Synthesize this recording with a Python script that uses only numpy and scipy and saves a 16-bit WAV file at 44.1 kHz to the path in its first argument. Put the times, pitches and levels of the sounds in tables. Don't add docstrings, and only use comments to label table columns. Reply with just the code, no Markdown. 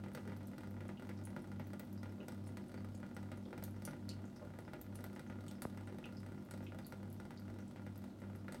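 import sys
import numpy as np
from scipy import signal
from scipy.fft import rfft, irfft
from scipy.io import wavfile

SR = 44100
rng = np.random.default_rng(int(sys.argv[2]) if len(sys.argv) > 2 else 0)


def generate_wav(sig):
    pcm = np.round(np.clip(np.atleast_2d(sig).T, -1, 1) * 32767).astype(np.int16)
    wavfile.write(sys.argv[1], SR, pcm)


N = 379260
TIME = np.arange(N) / SR
AGE = np.arange(SR // 4) / SR
CUTOFF_HZ = 16200


def from_db(db):
    return 10 ** (np.asarray(db) / 20)


def rms_one(x):
    return x / np.sqrt(np.mean(x ** 2) + 1e-20)


def peak_one(x):
    return x / (np.abs(x).max() + 1e-20)


def decay(t60):
    return np.exp(-np.log(1000) * AGE / t60)


def band(x, low_hz, high_hz, order=2):
    sos = signal.butter(order, [low_hz, min(high_hz, SR / 2 - 500)], "band", fs=SR, output="sos")
    return signal.sosfilt(sos, x + 1e-18)


def resonance(x, hz, width_hz):
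    r = np.exp(-np.pi * width_hz / SR)
    return signal.lfilter([1, 0, -1], [1, -2 * r * np.cos(2 * np.pi * hz / SR), r * r], x + 1e-18)


def noise(spectrum):
    hz, db = np.transpose(spectrum)
    gain = from_db(np.interp(np.log(np.fft.rfftfreq(N, 1 / SR) + 1), np.log(hz), db))
    return rms_one(irfft(rfft(rng.standard_normal(N)) * gain, N))


def add(out, s, sound):
    i = int(np.clip(s * SR, 0, N - 1))
    out[i:i + len(sound)] += sound[:N - i]


# frequency in Hz, relative noise density in dB.
ROOM_TONE = [(25, -44), (35, -38), (52, -2), (75, -5), (150, -0.5), (255, -1.5), (370, -5.5), (440, -14),
             (600, -11.5), (1100, -23), (2000, -32), (3000, -31.5), (7000, -39), (16000, -44.5)]


def room_tone(rms_db=-57):
    return from_db(rms_db) * noise(ROOM_TONE)


# frequency in Hz, level before trim in dB, time of a crest in seconds.
HUM_PARTIALS = [(97.56, -55, .353), (99.94, -55, .353), (195.12, -57.5, .078), (199.88, -55.5, .078),
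                (237.27, -57, 0), (299.88, -62, 0)]
# time in seconds, gain in dB.
HUM_DIP = [(4.2, 6.5), (4.4, 1.5), (4.7, -0.5), (4.9, 5)]


def motors(trim_db=-7.5):
    hum = sum(from_db(db) * rms_one(np.cos(2 * np.pi * hz * (TIME - s))) for hz, db, s in HUM_PARTIALS)
    return from_db(trim_db + np.interp(TIME, *np.transpose(HUM_DIP))) * hum


def spray(level_db=-63, per_s=70, low_hz=3000, high_hz=14000):
    when, chance = rng.random((int(per_s * TIME[-1]), 2)).T
    ticks = np.zeros(N)
    ticks[(when * N).astype(int)] = from_db(level_db + np.log(chance + .03))
    return band(ticks, low_hz, high_hz)


def bending_wave(sweep_s, t60, swell_s, top_hz=2700):
    age = AGE[:SR // 30]
    pitch = top_hz / (1 + age / sweep_s) ** 2
    envelope = decay(t60)[:len(age)] * (1 - np.exp(-age / swell_s))
    return peak_one(np.sin(2 * np.pi * np.cumsum(pitch) / SR) * envelope)


# mode frequency in Hz, relative level in dB.
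BASIN_MODES = [(120, -1), (149, 12.5), (229, 6.5), (253, 13.5), (314, 3.5), (350, 7.5), (385, 3), (474, 5),
               (517, 12), (549, 9), (606, 9), (673, 6.5), (746, 0), (810, -2), (864, 0.5), (910, -3.5),
               (947, 4), (982, -1), (1206, 5.5), (1287, -22), (1340, -14), (1392, 3.5), (1497, -27),
               (1661, -24), (1908, -22), (1981, -10.5), (2083, -27)]


def basin(times, gains, slap_db, wash_db, ring_db, boom_db,
          ring_t60=0.19, boom_t60=0.37, wash_t60=0.16, sweep_s=0.001966, share_db=2):
    hz, db = np.transpose(BASIN_MODES)
    booms = hz < 400
    t60 = np.where(booms, boom_t60, ring_t60)
    mode_gains = from_db(db + np.where(booms, boom_db, ring_db))
    modes = np.sin(2 * np.pi * hz[:, None] * AGE) * decay(t60[:, None]) * mode_gains[:, None]
    share, polarity, landing = rng.standard_normal((len(times), 3, len(hz))).swapaxes(0, 1)
    rings = (from_db(share_db * share) * np.sign(polarity)) @ modes
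    sweeps = sweep_s * np.exp(0.18 * landing[:, 0])
    bursts = rng.standard_normal((len(times), SR // 12)) * decay(wash_t60)[:SR // 12]
    washes = band(bursts, low_hz=280, high_hz=1890)
    out = np.zeros(N)
    for s, gain, ring, sweep, wash in zip(times, gains, rings, sweeps, washes):
        add(out, s, gain * from_db(slap_db) * bending_wave(sweep, t60=.013, swell_s=.0006))
        add(out, s, gain * from_db(wash_db) * peak_one(wash))
        add(out, s, gain * ring)
    return out


# frequency in Hz, relative noise density in dB.
SPATTER_COLOUR = [(1800, -38), (2600, -15), (3500, 2), (5200, 1), (6800, -3), (8200, 0.5), (11000, -7.5),
                  (16000, -10)]


def spatter(times, gains, t60=0.021, tail_db=-17, tail_t60=0.32):
    burst = decay(t60) + from_db(tail_db) * decay(tail_t60)
    envelope = np.zeros(N)
    for s, gain in zip(times, gains):
        add(envelope, s, gain * burst)
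    return envelope * noise(SPATTER_COLOUR)


# time in seconds, licks so far.
LAPPING = [(0, .1), (1.9, 8), (3.44, 14), (4.9, 19), (6.19, 23), (8.6, 32.8)]
# time in seconds, gain in dB.
FLOW = [(0, -0.5), (1.5, -0.5), (2.7, -2), (3.85, 0), (4.15, -3), (5.1, -1), (6.6, -1.5), (8.2, -3),
        (8.6, 6.5)]
# fraction of the lick, gain in dB.
LICK_SHAPE = [(0, -7), (.14, -3.5), (.32, 0.5), (.6, -1.5), (.85, -3), (1, -14)]


def patter(level_db=-51.5, drips_per_s=35.3, jitter=.14, size_db=3.5, merge_s=.022,
           spatter_db=-17.5, wet_spread_db=6.5):
    count = int(drips_per_s * TIME[-1])
    late, size, wet = np.clip(rng.standard_normal((count, 3)).T, -2, 1.3)
    times = (np.arange(count) + jitter * late) / drips_per_s
    lick_phase = np.interp(times, *np.transpose(LAPPING)) % 1
    flow_db = np.interp(times, *np.transpose(FLOW)) + np.interp(lick_phase, *np.transpose(LICK_SHAPE))
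    to_big_drop_s = np.abs(times[:, None] - np.array(BIG_DROPS)[:, 0]).min(axis=1)
    alone = to_big_drop_s > merge_s
    gains = alone * from_db(level_db + flow_db + size_db * size)
    steel = basin(times, gains, slap_db=0, wash_db=-9, ring_db=-23, boom_db=-18)
    return steel + spatter(times, gains * from_db(spatter_db + wet_spread_db * wet))


# start in seconds, strike level in dB, spatter send in dB.
BIG_DROPS = [(0.038, -43.5, -14.5), (0.149, -41.5, -3), (0.174, -42.5, -21), (0.276, -45.5, -10),
             (0.297, -46.5, -22), (0.32, -44.5, -22), (0.407, -50, -20.5), (0.581, -47, -6),
             (0.607, -49.5, -10), (0.634, -45.5, -18), (0.806, -44.5, -15), (0.891, -42.5, -20.5),
             (1.092, -41.5, -10), (1.272, -47, -18), (1.364, -40.5, -15), (1.517, -46.5, -12),
             (1.597, -42, -24), (1.733, -43, -10.5), (1.796, -45.5, -7.5), (2.031, -46.5, -7),
             (2.057, -45, -27), (2.283, -42, -4), (2.571, -44.5, -6), (2.742, -47, -11),
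             (2.846, -46.5, -12), (3.03, -46.5, -19), (3.166, -43, -9), (3.317, -41.5, -12.5),
             (3.529, -42.5, -20), (3.578, -44, -9.5), (3.625, -43.5, -10), (3.876, -40.5, -29),
             (3.933, -45, -22), (4.588, -45, -8.5), (4.679, -45.5, -29), (4.734, -40.5, -13.5),
             (5.041, -44, -6.5), (5.162, -44, -14), (5.194, -45, -6.5), (5.299, -43.5, -18),
             (5.512, -50, -1), (5.62, -43, -0.5), (5.774, -45.5, -10), (5.874, -46, -18), (5.985, -48, -8),
             (6.056, -46.5, -8.5), (6.263, -49, -9), (6.511, -48, -5), (6.538, -45, -11),
             (6.721, -45.5, -22), (6.787, -45, -6.5), (6.923, -44.5, -6.5), (7.2, -46.5, -8),
             (7.307, -45, -10.5), (7.587, -48.5, -9), (7.76, -47, -17), (7.865, -46, -13),
             (8.482, -41.5, -16), (8.523, -45, -5.5), (8.545, -42.5, -9)]


def big_drops(spatter_trim_db=-5):
    times, db, send_db = np.transpose(BIG_DROPS)
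    steel = basin(times, from_db(db), slap_db=-1.5, wash_db=-7.5, ring_db=-26, boom_db=-23.5)
    return steel + spatter(times, from_db(db + send_db + spatter_trim_db))


# centre in Hz, width in Hz, boost or cut in dB.
BASIN_EQ = [(420, 33, -8.5), (1105, 86, -15), (1432.6, 44, 6), (1820, 95, -9.5), (1964, 240, 7),
            (7480, 800, -10.5), (7970, 310, 8), (13900, 1000, 6)]


def basin_colour(x):
    for hz, width_hz, db in BASIN_EQ:
        width, lift = np.tan(np.pi * width_hz / SR), from_db(db / 2)
        tuning = -2 * np.cos(2 * np.pi * hz / SR)
        forward = [1 + width * lift, tuning, 1 - width * lift]
        feedback = [1 + width / lift, tuning, 1 - width / lift]
        x = signal.lfilter(forward, feedback, x + 1e-18)
    return x


def each_lick(level_db, spread_db, low_hz, high_hz, scatter_s):
    times, licks = np.transpose(LAPPING)
    cuts = np.interp(np.arange(1, licks[-1]), licks, times)
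    late, size, pitch = rng.uniform(-1.1, 1, (len(cuts), 3)).T
    hz = low_hz * (high_hz / low_hz) ** ((pitch + 1) / 2)
    return list(zip(cuts + scatter_s * late, level_db + spread_db * size, hz))


# start in seconds, level before trim in dB, pitch in Hz.
TONGUE_CLICKS = [(0.472, -47, 11800), (1.2528, -41, 10000), (1.671, -48, 15100), (1.7953, -43, 15600),
                 (1.9295, -48, 11700), (2.4765, -49, 9100), (2.9505, -50, 7260), (3.6386, -35.5, 12200),
                 (3.852, -34, 8200), (4.0917, -42.5, 7900), (4.814, -41, 13600), (4.956, -43, 9900),
                 (5.041, -43, 12600), (5.482, -46, 7650), (5.621, -34, 10700), (6.5102, -41, 8500),
                 (6.867, -41, 11000), (7.1278, -47, 13100), (7.9777, -47.5, 13200), (8.5225, -47, 8600)]


def tongue(trim_db=-1, width_hz=2300, snap_t60=.011, crackle_db=-15, crackle_t60=0.013, splash_db=-13):
    faint = each_lick(level_db=-56.5, spread_db=2, low_hz=6800, high_hz=14000, scatter_s=.08)
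    out = np.zeros(N)
    for s, db, hz in TONGUE_CLICKS + faint:
        snap, grain = rng.standard_normal((2, len(AGE)))
        crackle = from_db(crackle_db) * grain * np.abs(grain) * decay(crackle_t60)
        attack = 1 + 1.2 * decay(t60=.004)
        tear = (snap * decay(snap_t60) + crackle) * attack
        cavity = peak_one(resonance(tear, hz, width_hz))
        splash = from_db(splash_db) * peak_one(band(tear, 2100, CUTOFF_HZ))
        add(out, s, from_db(db + trim_db) * (cavity + splash))
    return out


def air_pockets(cues, q, rub_t60, pop):
    out = np.zeros(N)
    for s, db, hz in cues:
        drive = rng.standard_normal(len(AGE)) * decay(rub_t60)
        drive[0] += pop * np.sqrt(SR / hz)
        ring = band(resonance(drive, hz, hz / q), hz / 2, hz * 2, order=1)
        add(out, s, from_db(db) * peak_one(ring))
    return out


# start in seconds, level before trim in dB, pitch in Hz.
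BUBBLES = [(0.973, -56.5, 2800), (1.1084, -59, 2230), (1.176, -59, 4730), (1.978, -57.5, 4900),
           (2.204, -55, 2720), (2.775, -60, 4700), (3.455, -57, 3450), (4.361, -59, 5160),
           (4.0914, -39.5, 4500), (4.109, -54.5, 2620), (5.482, -53, 3340), (6.0415, -45, 2630),
           (6.1699, -53.5, 4850), (6.6664, -50, 2500), (6.847, -54.5, 4540), (7.3746, -52.5, 4650)]


def bubbles(trim_db=1):
    faint = each_lick(level_db=-66, spread_db=3, low_hz=4000, high_hz=7000, scatter_s=.06)
    return from_db(trim_db) * air_pockets(BUBBLES + faint, q=12, rub_t60=0.011, pop=1.85)


# start in seconds, level before trim in dB, pitch in Hz.
GLUGS = [(.26, -48, 384), (2.195, -50, 384), (3.455, -48.5, 356), (4.412, -49, 524)]


def glugs(trim_db=-3):
    return from_db(trim_db) * air_pockets(GLUGS, q=5.4, rub_t60=0.17, pop=0.58)


def fat_drop(start_s=5.6517, peak_db=-33):
    out = np.zeros(N)
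    add(out, start_s, from_db(peak_db) * bending_wave(sweep_s=.0018, t60=0.019, swell_s=0.0082))
    return out


def kitchen(x, early_db, tail_db, tail_t60=0.19, early_t60=0.091, echoes_per_s=700):
    arrived = AGE > .002
    taps = rng.standard_normal(len(AGE)) * (rng.random(len(AGE)) < echoes_per_s / SR)
    early = taps * decay(early_t60) * arrived
    tail = band(rng.standard_normal(len(AGE)), 150, 6500, order=1) * decay(tail_t60) * arrived
    early *= from_db(early_db) / np.linalg.norm(early)
    tail *= from_db(tail_db) / np.linalg.norm(tail)
    return x + signal.fftconvolve(x, early + tail)[:N]


def scene():
    sink = kitchen(basin_colour(big_drops() + patter()), early_db=-18, tail_db=-13)
    mouth = kitchen(bubbles() + glugs(), early_db=-6.5, tail_db=-1)
    bed = motors() + room_tone()
    clicks = kitchen(tongue() + spray(), early_db=-6.5, tail_db=-2.5)
    return (sink + fat_drop() + clicks + mouth + bed)[None]


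def record(dry):
    low_cut = signal.butter(2, 35, "high", fs=SR, output="sos")
    high_cut = signal.ellip(10, .1, 70, CUTOFF_HZ, fs=SR, output="sos")
    return signal.sosfilt(high_cut, signal.sosfilt(low_cut, dry))


dry = scene()
out = record(dry)
generate_wav(out)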